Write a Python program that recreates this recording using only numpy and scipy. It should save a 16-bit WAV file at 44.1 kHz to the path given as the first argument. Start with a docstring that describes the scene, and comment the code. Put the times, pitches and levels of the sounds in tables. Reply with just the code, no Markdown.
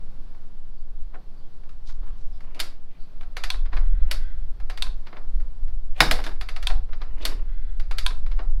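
"""In front of a garage door, a rider works the kick-starter of a cold single-cylinder motorcycle; it never fires.
Starter gears, lever stops, ratchet and loose fittings are short noise bursts with ringing parts and yard echoes.
Churning gears, wheezing ports, scuffs and a rattle are shaped noise; jolts ring tank and pipe as low sines.
Wind buffets the microphone as slow and fluttering noise over an outdoor hush; birds are falling sine chirps."""
import sys
import numpy as np
from scipy import signal
from scipy.fft import rfft, irfft, next_fast_len
from scipy.io import wavfile
from scipy.ndimage import uniform_filter1d, map_coordinates

SR = 44100
rng = np.random.default_rng(int(sys.argv[2]) if len(sys.argv) > 2 else 0)


def waveform_to_disk(signal):
    """Save audio, clipped to [-1, 1], as 16-bit WAV at the path in sys.argv[1]."""
    frames = np.transpose(np.atleast_2d(signal))
    scaled = np.clip(frames, -1, 1) * 32767
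    samples = np.round(scaled).astype(np.int16)
    wavfile.write(sys.argv[1], SR, samples)


N = 379260

# Wind strength over time. Each row: time in seconds, relative strength in dB.
WIND_STRENGTH = [(0.0, -40), (0.42, -44), (1.02, -35.5), (1.18, -48.5), (1.64, -43), (2.0, -32),
                 (3.079, -44), (3.9, -18.5), (4.62, -36), (4.92, -28.5), (5.12, -51), (5.36, -22.5),
                 (5.521, -37.5), (5.68, -24.5), (5.86, -29.5), (6.08, -24.5), (6.52, -36.5), (6.76, -17),
                 (6.88, -32.5), (8.54, -23.5)]
# Slow pressure swings at the microphone. Each row: frequency in Hz, relative density in dB per Hz.
BUFFET_SPECTRUM = [(1, -6), (3, 1), (10, 9.5), (16, -4.5), (24, -23), (45, -54.5), (130, -110)]
# Faster wind flutter. Each row: frequency in Hz, relative density in dB per Hz.
FLUTTER_SPECTRUM = [(12, -13), (22, 3), (31, -1.5), (39, -9), (50, -14), (62, -22), (80, -26.5), (110, -43),
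                    (180, -70), (900, -100)]
# Steady outdoor hush. Each row: frequency in Hz, relative density in dB per Hz.
HUSH_SPECTRUM = [(59, -24.5), (100, 0.5), (177, -2), (239, -8), (350, -11), (768, -16), (836, -16.5),
                 (1330, -21), (2220, -28.5), (4570, -28.5), (6840, -40.5), (15000, -44), (16000, -55.5)]
USUAL_WIND_DB = -30  # gusts are counted from this strength

# Far birds in the hedge. Each row: mid-chirp time in seconds, pitch in Hz, half length in seconds,
# level in dB before the yard smears it.
CHIRPS = [(0.217, 4930, 0.039, -74), (0.52, 3140, 0.14, -70), (0.63, 2920, 0.042, -71),
          (0.757, 4600, 0.074, -72), (0.992, 3330, 0.068, -69), (1.376, 4580, 0.029, -66),
          (1.42, 3300, .06, -65), (1.52, 4320, 0.063, -73), (2.331, 5000, 0.023, -62),
          (2.343, 3580, .05, -63), (3.007, 4360, 0.051, -61)]
# Echo decay of the yard. Each row: frequency in Hz, time to fall 60 dB in seconds.
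YARD_T60 = [(150, 0.52), (600, 0.28), (2000, 0.3), (4500, 0.26), (12000, 0.22)]
# Echo colour of the yard. Each row: frequency in Hz, relative gain in dB.
YARD_GAIN = [(150, 11), (500, 10), (1200, 5), (3000, -3), (5000, 6.5), (12000, 2)]

# Hand levers and loose fittings tick. Each row: contact time in seconds, relative level in dB, brightness in dB.
TICK_HITS = [(0.348, -45, -11), (1.635, -47.5, -4), (1.692, -43.5, -1), (2.406, -39.5, -2.5),
             (2.547, -38, 4), (2.594, -24.5, 5.5), (5.401, -41.5, -6.5), (5.68, -45, -2.5), (6.24, -25, 6),
             (6.89, -40, -12), (7.182, -43, 0)]
# Slack in the starter gears closes; the first row is a dull knock of a hand on the tank or handlebar. # Each
# row: contact time in seconds, relative level in dB, brightness in dB.
MESH_HITS = [(1.143, -36.5, -8), (3.544, -32, -2), (3.659, -38, 1.5), (3.731, -26.5, -2), (3.769, -26, 1),
             (4.867, -35, 1.5), (5.07, -35.5, 4), (5.129, -32, -5), (5.169, -33, -3), (6.7, -24.5, 2.5),
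             (6.932, -34.5, 3.5), (7.017, -30.5, 2), (8.107, -31, -1), (8.264, -37.5, 6),
             (8.316, -36.5, 5.5), (8.392, -27.5, -3)]
# The lever lands on its bottom stop. Each row: contact time in seconds, relative level in dB, brightness in dB.
BOTTOM_HITS = [(2.601, -18, 3), (4.113, -19, 0.5), (6.112, -11.5, -1.5), (7.253, -16.5, 1.5)]
# Ratchet teeth slip on the way up. Each row: contact time in seconds, relative level in dB, brightness in dB.
RATCHET_HITS = [(3.21, -40.5, -5.5), (3.232, -44.5, -5), (3.368, -24.5, 0.5), (3.438, -21, 4.5),
                (4.601, -42, -5), (4.699, -29, -0.5), (4.775, -31, 2.5), (6.412, -27.5, 1.5),
                (6.488, -27.5, 1), (6.563, -29, -1.5), (6.627, -31, 5), (7.798, -36, 0.5),
                (7.912, -28, -1.5), (7.984, -21.5, 9.5)]
# The lever springs against its top stop. Each row: contact time in seconds, relative level in dB, brightness in dB.
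TOP_HITS = [(3.503, -15.5, 0), (4.823, -14.5, 1.5), (6.671, -13.5, 0), (8.064, -13, -0.5)]
# The hard kick jolts the engine. Each row: contact time in seconds, relative level in dB, brightness in dB.
KICK_HITS = [(6.0046, -1, 3), (6.19, -25.5, -8.5), (6.265, -23.5, -3)]

# Colour of the ratchet and of the ticks. Each row: frequency in Hz, relative density in dB per Hz.
RATCHET_TONE = [(180, -71), (300, -11.5), (1280, 1.5), (1480, 1.5), (2210, 1), (3130, -3), (3520, -4),
                (4590, -4), (5340, -12), (8360, -21), (11500, -19.5), (16000, -45)]
# Colour of the gears meshing. Each row: frequency in Hz, relative density in dB per Hz.
MESH_TONE = [(120, -30), (200, -10), (719, -5), (844, -6), (1080, 0), (1360, -2.5), (2170, -5), (2780, -12),
             (4650, -17), (7650, -45.5), (14000, -57)]
# Colour of the bottom stop. Each row: frequency in Hz, relative density in dB per Hz.
BOTTOM_TONE = [(88, -42.5), (150, -11), (209, -5.5), (368, -12.5), (612, -4), (854, -4.5), (1560, 2),
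               (2000, 3), (2270, 1.5), (2650, 3), (4580, 2.5), (4950, 1), (6140, -11.5), (11300, -8.5),
               (16000, -24.5)]
# Colour of the top stop. Each row: frequency in Hz, relative density in dB per Hz.
TOP_TONE = [(180, -57), (300, -27.5), (725, -13), (885, -18.5), (1030, -5), (1210, -14.5), (1580, 0),
            (1840, -11.5), (2170, -7.5), (3580, 2.5), (4440, -3), (4830, -9.5), (6740, -19), (9550, -15),
            (16000, -37)]
# Colour of the hard kick and of the rattle. Each row: frequency in Hz, relative density in dB per Hz.
KICK_TONE = [(60, -21), (130, -8.5), (300, -2), (560, -11), (700, 1), (1000, 0.5), (1700, 1), (2050, 0.5),
             (2500, -3.5), (4000, -7), (5000, -9.5), (6000, -21.5), (7500, -24.5), (10500, -19.5),
             (16000, -35)]
# A clean, square contact is brighter. Each row: frequency in Hz, tilt in dB per dB of brightness.
BRIGHTNESS_TILT = [(450, -1.07), (1000, -0.58), (2000, 0), (3300, 0.5), (7000, 0.85)]

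# Ringing engine case. Each row: frequency in Hz, width in Hz, relative level in dB.
CASE_MODES = [(749, 23, 8), (1130, 570, -4), (1326, 17, 6.5), (1564, 90, -6), (2300, 190, -5.5),
              (2890, 140, -5), (3500, 68, -1), (3965, 60, -4.5), (4570, 200, -11.5), (4850, 100, -10)]
# Ringing frame. Each row: frequency in Hz, width in Hz, relative level in dB.
FRAME_MODES = [(635, 56, 3.5), (980, 42, -5), (1200, 21, -4.5), (1310, 22, -2.5), (1620, 150, -0.5),
               (1870, 70, 3.5), (2176, 77, 5.5), (2660, 65, -1.5), (2800, 83, 1.5), (3040, 70, 0.5),
               (3570, 71, 7), (3915, 49, 6), (4360, 36, 1.5), (4850, 62, -2.5), (5240, 71, 3.5)]
# Ringing kick lever. Each row: frequency in Hz, width in Hz, relative level in dB.
LEVER_MODES = [(750, 30, -8), (1009, 30, -1), (1480, 60, -10.5), (2270, 63, -12.5), (2640, 99, -6),
               (2960, 47, -12), (3410, 29, -4), (3556, 48, -3), (3630, 91, -4), (4020, 54, -10),
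               (4310, 62, -5.5), (4400, 27, -5.5), (9200, 120, -26)]

# The bike takes a jolt. Each row: time in seconds, most excited frequency in Hz, spread in octaves, drive in dB.
JOLTS = [(1.15, 560, 0.36, -22), (2.606, 290, 0.35, -14), (5.171, 450, 0.71, -26), (6.005, 255, 1.9, 5.5),
         (6.115, 563, 0.38, 0.5), (6.701, 740, 0.19, -6.5), (7.254, 320, 0.45, -8), (8.396, 632, 0.29, -16)]
# Low ringing of tank and pipe. Each row: frequency in Hz, relative level in dB, time to fall 60 dB in seconds.
BOOM_MODES = [(144, -30, 0.39), (283, -41.5, 0.73), (322.7, -36.5, .28), (492, -33, .35),
              (650, -25.5, 0.13), (738, -28, 0.24), (815, -35.5, .35)]
# Hands, shoe and clothes brush the bike. Each row: peak time in seconds, centre in Hz, fade time constant
# in seconds, level in dB.
SCUFFS = [(1.152, 1300, 0.016, -48), (1.161, 450, 0.025, -49), (1.875, 4200, 0.035, -51),
          (6.705, 748, 0.028, -44), (1.895, 1140, 0.034, -54.5), (2.035, 1050, 0.066, -51.5),
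          (2.03, 350, 0.044, -56), (2.03, 3000, 0.11, -62), (2.19, 4500, 0.076, -67),
          (2.9, 2400, .2, -66.5), (5.968, 2400, .079, -49), (5.975, 8000, .06, -61.5),
          (5.978, 600, .074, -47.5), (7.225, 3220, 0.018, -41.5), (7.285, 330, .05, -42)]

# The engine turns over, loudest at the time given. Each row: time in seconds, relative churn level in dB.
STROKES = [(2.591, -46.5), (4.114, -52), (6.171, -45), (7.265, -40)]
# Colour of the gears and chain. Each row: frequency in Hz, relative density in dB per Hz.
CHURN_SPECTRUM = [(71, -40.5), (120, -11.5), (316, -0.5), (377, -2.5), (655, -5), (881, -8), (1050, -5.5),
                  (1530, -15.5), (1800, -13), (3000, -15), (3900, -50), (6600, -120)]
SPIN_UP_S, SPIN_DOWN_S = 0.083, 0.091  # time constants of the churn
# A faint wheeze as the piston creeps on. Each row: time it reaches full level in seconds, hold in seconds,
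# level in dB.
WHEEZES = [(3.823, 0.23, -61), (4.209, 0.094, -58.5), (7.491, 0.21, -62)]
# Resonances of the ports. Each row: frequency in Hz, width in Hz, relative level in dB.
PORT_MODES = [(1303, 16, -0.5), (1550, 140, -3.5), (1996, 71, -3.5), (2390, 240, -14.5), (3370, 120, -9),
              (4070, 350, -15.5)]
WHEEZE_RISE_S, WHEEZE_FADE_S = 0.03, 0.094  # time constants

RATTLE_S, RATTLE_DB, RATTLE_FADE_S = 6.035, -37, 0.025  # the first shake after the hard kick
SETTLE_HOLD_S, SETTLE_DB, SETTLE_FADE_S = 0.25, -48, 0.04  # the parts go on tapping, then come to rest
TOP_HZ = 16200  # band limit of the recorder


def amp(db):
    """Decibels to gain."""
    return 10 ** (np.asarray(db) / 20)


def unit(x):
    """Scale to rms 1."""
    return x / np.sqrt(np.mean(x ** 2) + 1e-20)


def along(points, hz):
    """Read (Hz, value) points on a log frequency axis."""
    f, v = np.transpose(points)
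    return np.interp(np.log(hz + 1), np.log(f + 1), v)


def wobble(rate):
    """A smooth random curve, rate knots a second."""
    knots = rng.standard_normal(int(N * rate / SR) + 4)
    return map_coordinates(knots, [np.arange(N) * rate / SR])


def swell(peak_s, rise_s, hold_s, fade_s):
    """An envelope that climbs exponentially to 1 at peak_s, holds, then fades exponentially."""
    t = np.arange(N) / SR - peak_s
    return np.exp(np.minimum(t, 0) / rise_s - np.maximum(t - hold_s, 0) / fade_s)


def filtered(x, response):
    """Shape x by a response given as a function of frequency."""
    m = 2 * next_fast_len(len(x) // 2 + 4096)
    return irfft(rfft(x, m) * response(np.fft.rfftfreq(m, 1 / SR)), m)[:len(x)]


def noise(spectrum):
    """Coloured noise of rms 1."""
    return unit(filtered(rng.standard_normal(N), lambda hz: amp(along(spectrum, hz))))


def causal(db):
    """The minimum-phase response with this dB curve, so that nothing sounds before the blow."""
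    cepstrum = irfft(db * np.log(10) / 20)
    half = len(cepstrum) // 2
    cepstrum[1:half] *= 2
    cepstrum[half + 1:] = 0
    return np.exp(rfft(cepstrum))


def resonances(modes, f):
    """Summed response of (Hz, width, dB) modes, with alternating signs."""
    total = 0
    for k, (centre, width, db) in enumerate(modes):
        peak = 1j * f * width / (centre * centre - f * f + 1j * f * width)
        total = total + (-1) ** k * amp(db) * peak
    return total


def yard(size):
    """A fresh scattered answer of the bike, the concrete and the garage door: noise decaying band by band."""
    hz, t, bands = signal.stft(rng.standard_normal(size), SR, nperseg=128)
    decay = amp(along(YARD_GAIN, hz)[:, None] - 60 * t / along(YARD_T60, hz)[:, None])
    build_up = 1 - np.exp(-t / 0.0032)
    tail = signal.istft(bands * decay * build_up, SR, nperseg=128)[1][:size]
    return tail / np.linalg.norm(tail)


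def contacts(rows, tone, modes, chatter_s, scrape_s, scrape_db, ring_db, yard_db, level_db):
    """Steel slides, hits and chatters for a few ms; the part rings and the yard answers."""
    size, lead = 16384, SR // 50  # samples; the lead leaves room for the scrape before the hit
    t = (np.arange(size) - lead) / SR
    hz = np.fft.rfftfreq(size, 1 / SR)
    scrape = amp(scrape_db) * np.exp(-abs(t) / scrape_s)
    pressure = np.where(t < 0, scrape, np.exp(-abs(t) / chatter_s))
    body = causal(np.maximum(along(tone, hz), -60))
    body = body / np.linalg.norm(body)
    ring = resonances(modes, hz)
    ring = ring / np.linalg.norm(ring)
    crack = amp(-5) * 1j * hz / (7000 + 1j * hz)  # the first touch is the sharpest: a click above 7 kHz
    to_hit = np.exp(-2j * np.pi * hz * lead / SR)  # delay to the moment of contact
    out = np.zeros(N + SR)
    for s, db, bright_db in rows:
        chatter = pressure * rng.standard_normal(size)
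        chatter = body * rfft(chatter) / np.linalg.norm(chatter)
        echo = amp(yard_db) * rfft(yard(size))
        after = body * (crack + echo) + amp(ring_db) * ring * (1 + echo)
        tilt = causal(bright_db * along(BRIGHTNESS_TILT, hz))
        hit = irfft(tilt * (chatter + after * to_hit))
        # equal energy for each hit, scaled to the chatter length
        gain = amp(db + level_db) * np.sqrt(SR * chatter_s) / np.linalg.norm(hit)
        out[round(s * SR) - lead:][:size] += gain * hit
    return out[:N]


def eddies(spectrum, size):
    """Turbulent pressure whose strength is evened out over size samples."""
    x = noise(spectrum)
    return x / np.sqrt(uniform_filter1d(x ** 2, size) + 0.02)


def wind():
    """One wind strength drives a slow buffet and an uneven flutter on the microphone, over an outdoor hush."""
    gust_db = np.interp(np.arange(N) / SR, *np.transpose(WIND_STRENGTH)) - USUAL_WIND_DB
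    # flutter grows faster with the gusts than the buffet does
    buffet = amp(-18.5 + 0.5 * gust_db) * eddies(BUFFET_SPECTRUM, size=9000)
    flutter_db = -27.5 + 1.105 * gust_db + 1.34 * wobble(8.1)
    flutter = amp(flutter_db) * eddies(FLUTTER_SPECTRUM, size=6000)
    hush = amp(-57 + 1.5 * wobble(2.2)) * noise(HUSH_SPECTRUM)
    return buffet + flutter + hush


def birds(fall=0.0387, warble=0.058):
    """Short falling sine chirps with a random warble, smeared by distance; both settings are pitch fractions."""
    t, flutter = np.arange(N) / SR, wobble(700)
    song = np.zeros(N)
    for s, hz, half_length, db in CHIRPS:
        near = abs(t - s) < half_length
        u = (t[near] - s) / half_length  # -1 to 1 through the chirp
        pitch = hz * (1 - fall * u + warble * flutter[near])
        phase = 2 * np.pi * np.cumsum(pitch) / SR
        song[near] += amp(db) * np.cos(np.pi * u / 2) ** 2 * np.sin(phase)
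    return signal.fftconvolve(song, yard(SR // 2))[:N]


def ticks():
    """Hand levers and loose fittings tick lightly, with the ratchet's colour and the case's ring."""
    return contacts(TICK_HITS, RATCHET_TONE, CASE_MODES, chatter_s=0.006, scrape_s=0.0042,
                    scrape_db=-22.5, ring_db=-18, yard_db=0, level_db=-8)


def gear_mesh():
    """Starter gears close their slack, and a hand knocks the tank once: each a long scrape and a dull knock
    that rings the case."""
    return contacts(MESH_HITS, MESH_TONE, CASE_MODES, chatter_s=0.0098, scrape_s=0.0068,
                    scrape_db=-8.5, ring_db=-10.5, yard_db=-5, level_db=-7.5)


def boom():
    """Jolts set the tank and the exhaust pipe ringing low; each jolt favours the modes near its own pitch."""
    t, out = np.arange(SR) / SR, np.zeros(N + SR)
    build_up = 1 - np.exp(-t / 0.0019)
    for s, centre, spread, jolt_db in JOLTS:
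        for hz, db, t60 in BOOM_MODES:
            share = np.exp(-0.5 * (np.log2(hz / centre) / spread) ** 2)
            decay = amp(jolt_db + db - 60 * t / t60)
            ring = decay * np.sin(2 * np.pi * (hz * t + rng.random()))
            out[round(s * SR):][:SR] += share * ring * build_up
    return out[:N]


def scuffs(grain_db=3, width=0.49, rise_s=0.0091):
    """Hands, shoe and clothes rub: each scuff is a grainy band of noise that starts quickly and fades."""
    out = np.zeros(N)
    rubbing = rng.standard_normal(N) * amp(grain_db * wobble(150))
    for s, hz, fade, db in SCUFFS:
        mode = [(hz, 2 * width * hz, 0)]
        band = unit(filtered(rubbing, lambda f: resonances(mode, f) ** 3))
        out += amp(db) * swell(s, rise_s, 0, fade) * band
    return out


def engine_churn(level_db=-2, rough_db=3):
    """Gears and chain churn as rough noise that swells and dies with each stroke."""
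    strength = sum(amp(db) * swell(s, SPIN_UP_S, 0, SPIN_DOWN_S) for s, db in STROKES)
    gears = unit(noise(CHURN_SPECTRUM) * amp(rough_db * wobble(90)))
    return amp(level_db) * strength * gears


def bottom_stop():
    """The lever lands on its bottom stop at the end of a stroke and rings the frame."""
    return contacts(BOTTOM_HITS, BOTTOM_TONE, FRAME_MODES, chatter_s=0.0073, scrape_s=0.0016,
                    scrape_db=-8, ring_db=-14.5, yard_db=-6, level_db=-4)


def ratchet():
    """Ratchet teeth slip as the lever comes back up, ringing the case."""
    return contacts(RATCHET_HITS, RATCHET_TONE, CASE_MODES, chatter_s=0.008, scrape_s=0.0022,
                    scrape_db=-13.5, ring_db=-7, yard_db=-4.5, level_db=-5)


def top_stop():
    """The lever springs against its top stop in a short clack and rings itself."""
    return contacts(TOP_HITS, TOP_TONE, LEVER_MODES, chatter_s=0.0028, scrape_s=0.0011,
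                    scrape_db=-32, ring_db=-6.5, yard_db=-8.5, level_db=-3)


def wheeze(drift=0.023):
    """The piston pushes air through the ports: resonant noise, read at a drifting speed so its pitch glides."""
    strength = sum(amp(db) * swell(s, WHEEZE_RISE_S, hold, WHEEZE_FADE_S) for s, hold, db in WHEEZES)
    air = rng.standard_normal(N)
    ports = unit(filtered(air, lambda f: resonances(PORT_MODES, f) / (1 + (f / 5000) ** 4)))
    # the port resonances glide as the valves move
    ports = map_coordinates(ports, [np.cumsum(1 + drift * wobble(6.3))], mode="wrap")
    return strength * ports


def hard_kick():
    """The hard kick jolts the engine: a heavy blow with a strong ring of the frame."""
    return contacts(KICK_HITS, KICK_TONE, FRAME_MODES, chatter_s=0.0075, scrape_s=0.0005,
                    scrape_db=-17.5, ring_db=-5, yard_db=-5.5, level_db=-5)


def rattle(spiky_db=7, rise_s=0.022):
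    """Loose parts tap the frame: noise with quick, uneven bursts in the colour of the kick."""
    taps = rng.standard_normal(N) * amp(spiky_db * np.minimum(wobble(250), 2))
    shake = amp(RATTLE_DB) * swell(RATTLE_S, rise_s, 0, RATTLE_FADE_S)
    settle = amp(SETTLE_DB) * swell(RATTLE_S, rise_s, SETTLE_HOLD_S, SETTLE_FADE_S)
    return (shake + settle) * unit(filtered(taps, lambda f: amp(along(KICK_TONE, f))))


def scene():
    """Bike, rider, birds and weather at one microphone."""
    surroundings = wind() + birds()
    starter = ticks() + gear_mesh() + bottom_stop() + ratchet() + top_stop() + hard_kick()
    bike = boom() + engine_churn() + wheeze() + rattle()
    return (surroundings + starter + bike + scuffs())[None]


def record(dry):
    """The recorder rounds off peaks at full scale and cuts steeply above its band limit."""
    limited = dry[0] / (1 + abs(dry[0]) ** 8) ** (1 / 8)
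    return filtered(limited, lambda hz: 1 / np.sqrt(1 + (hz / TOP_HZ) ** 200))[None]


dry = scene()
out = record(dry)
waveform_to_disk(out)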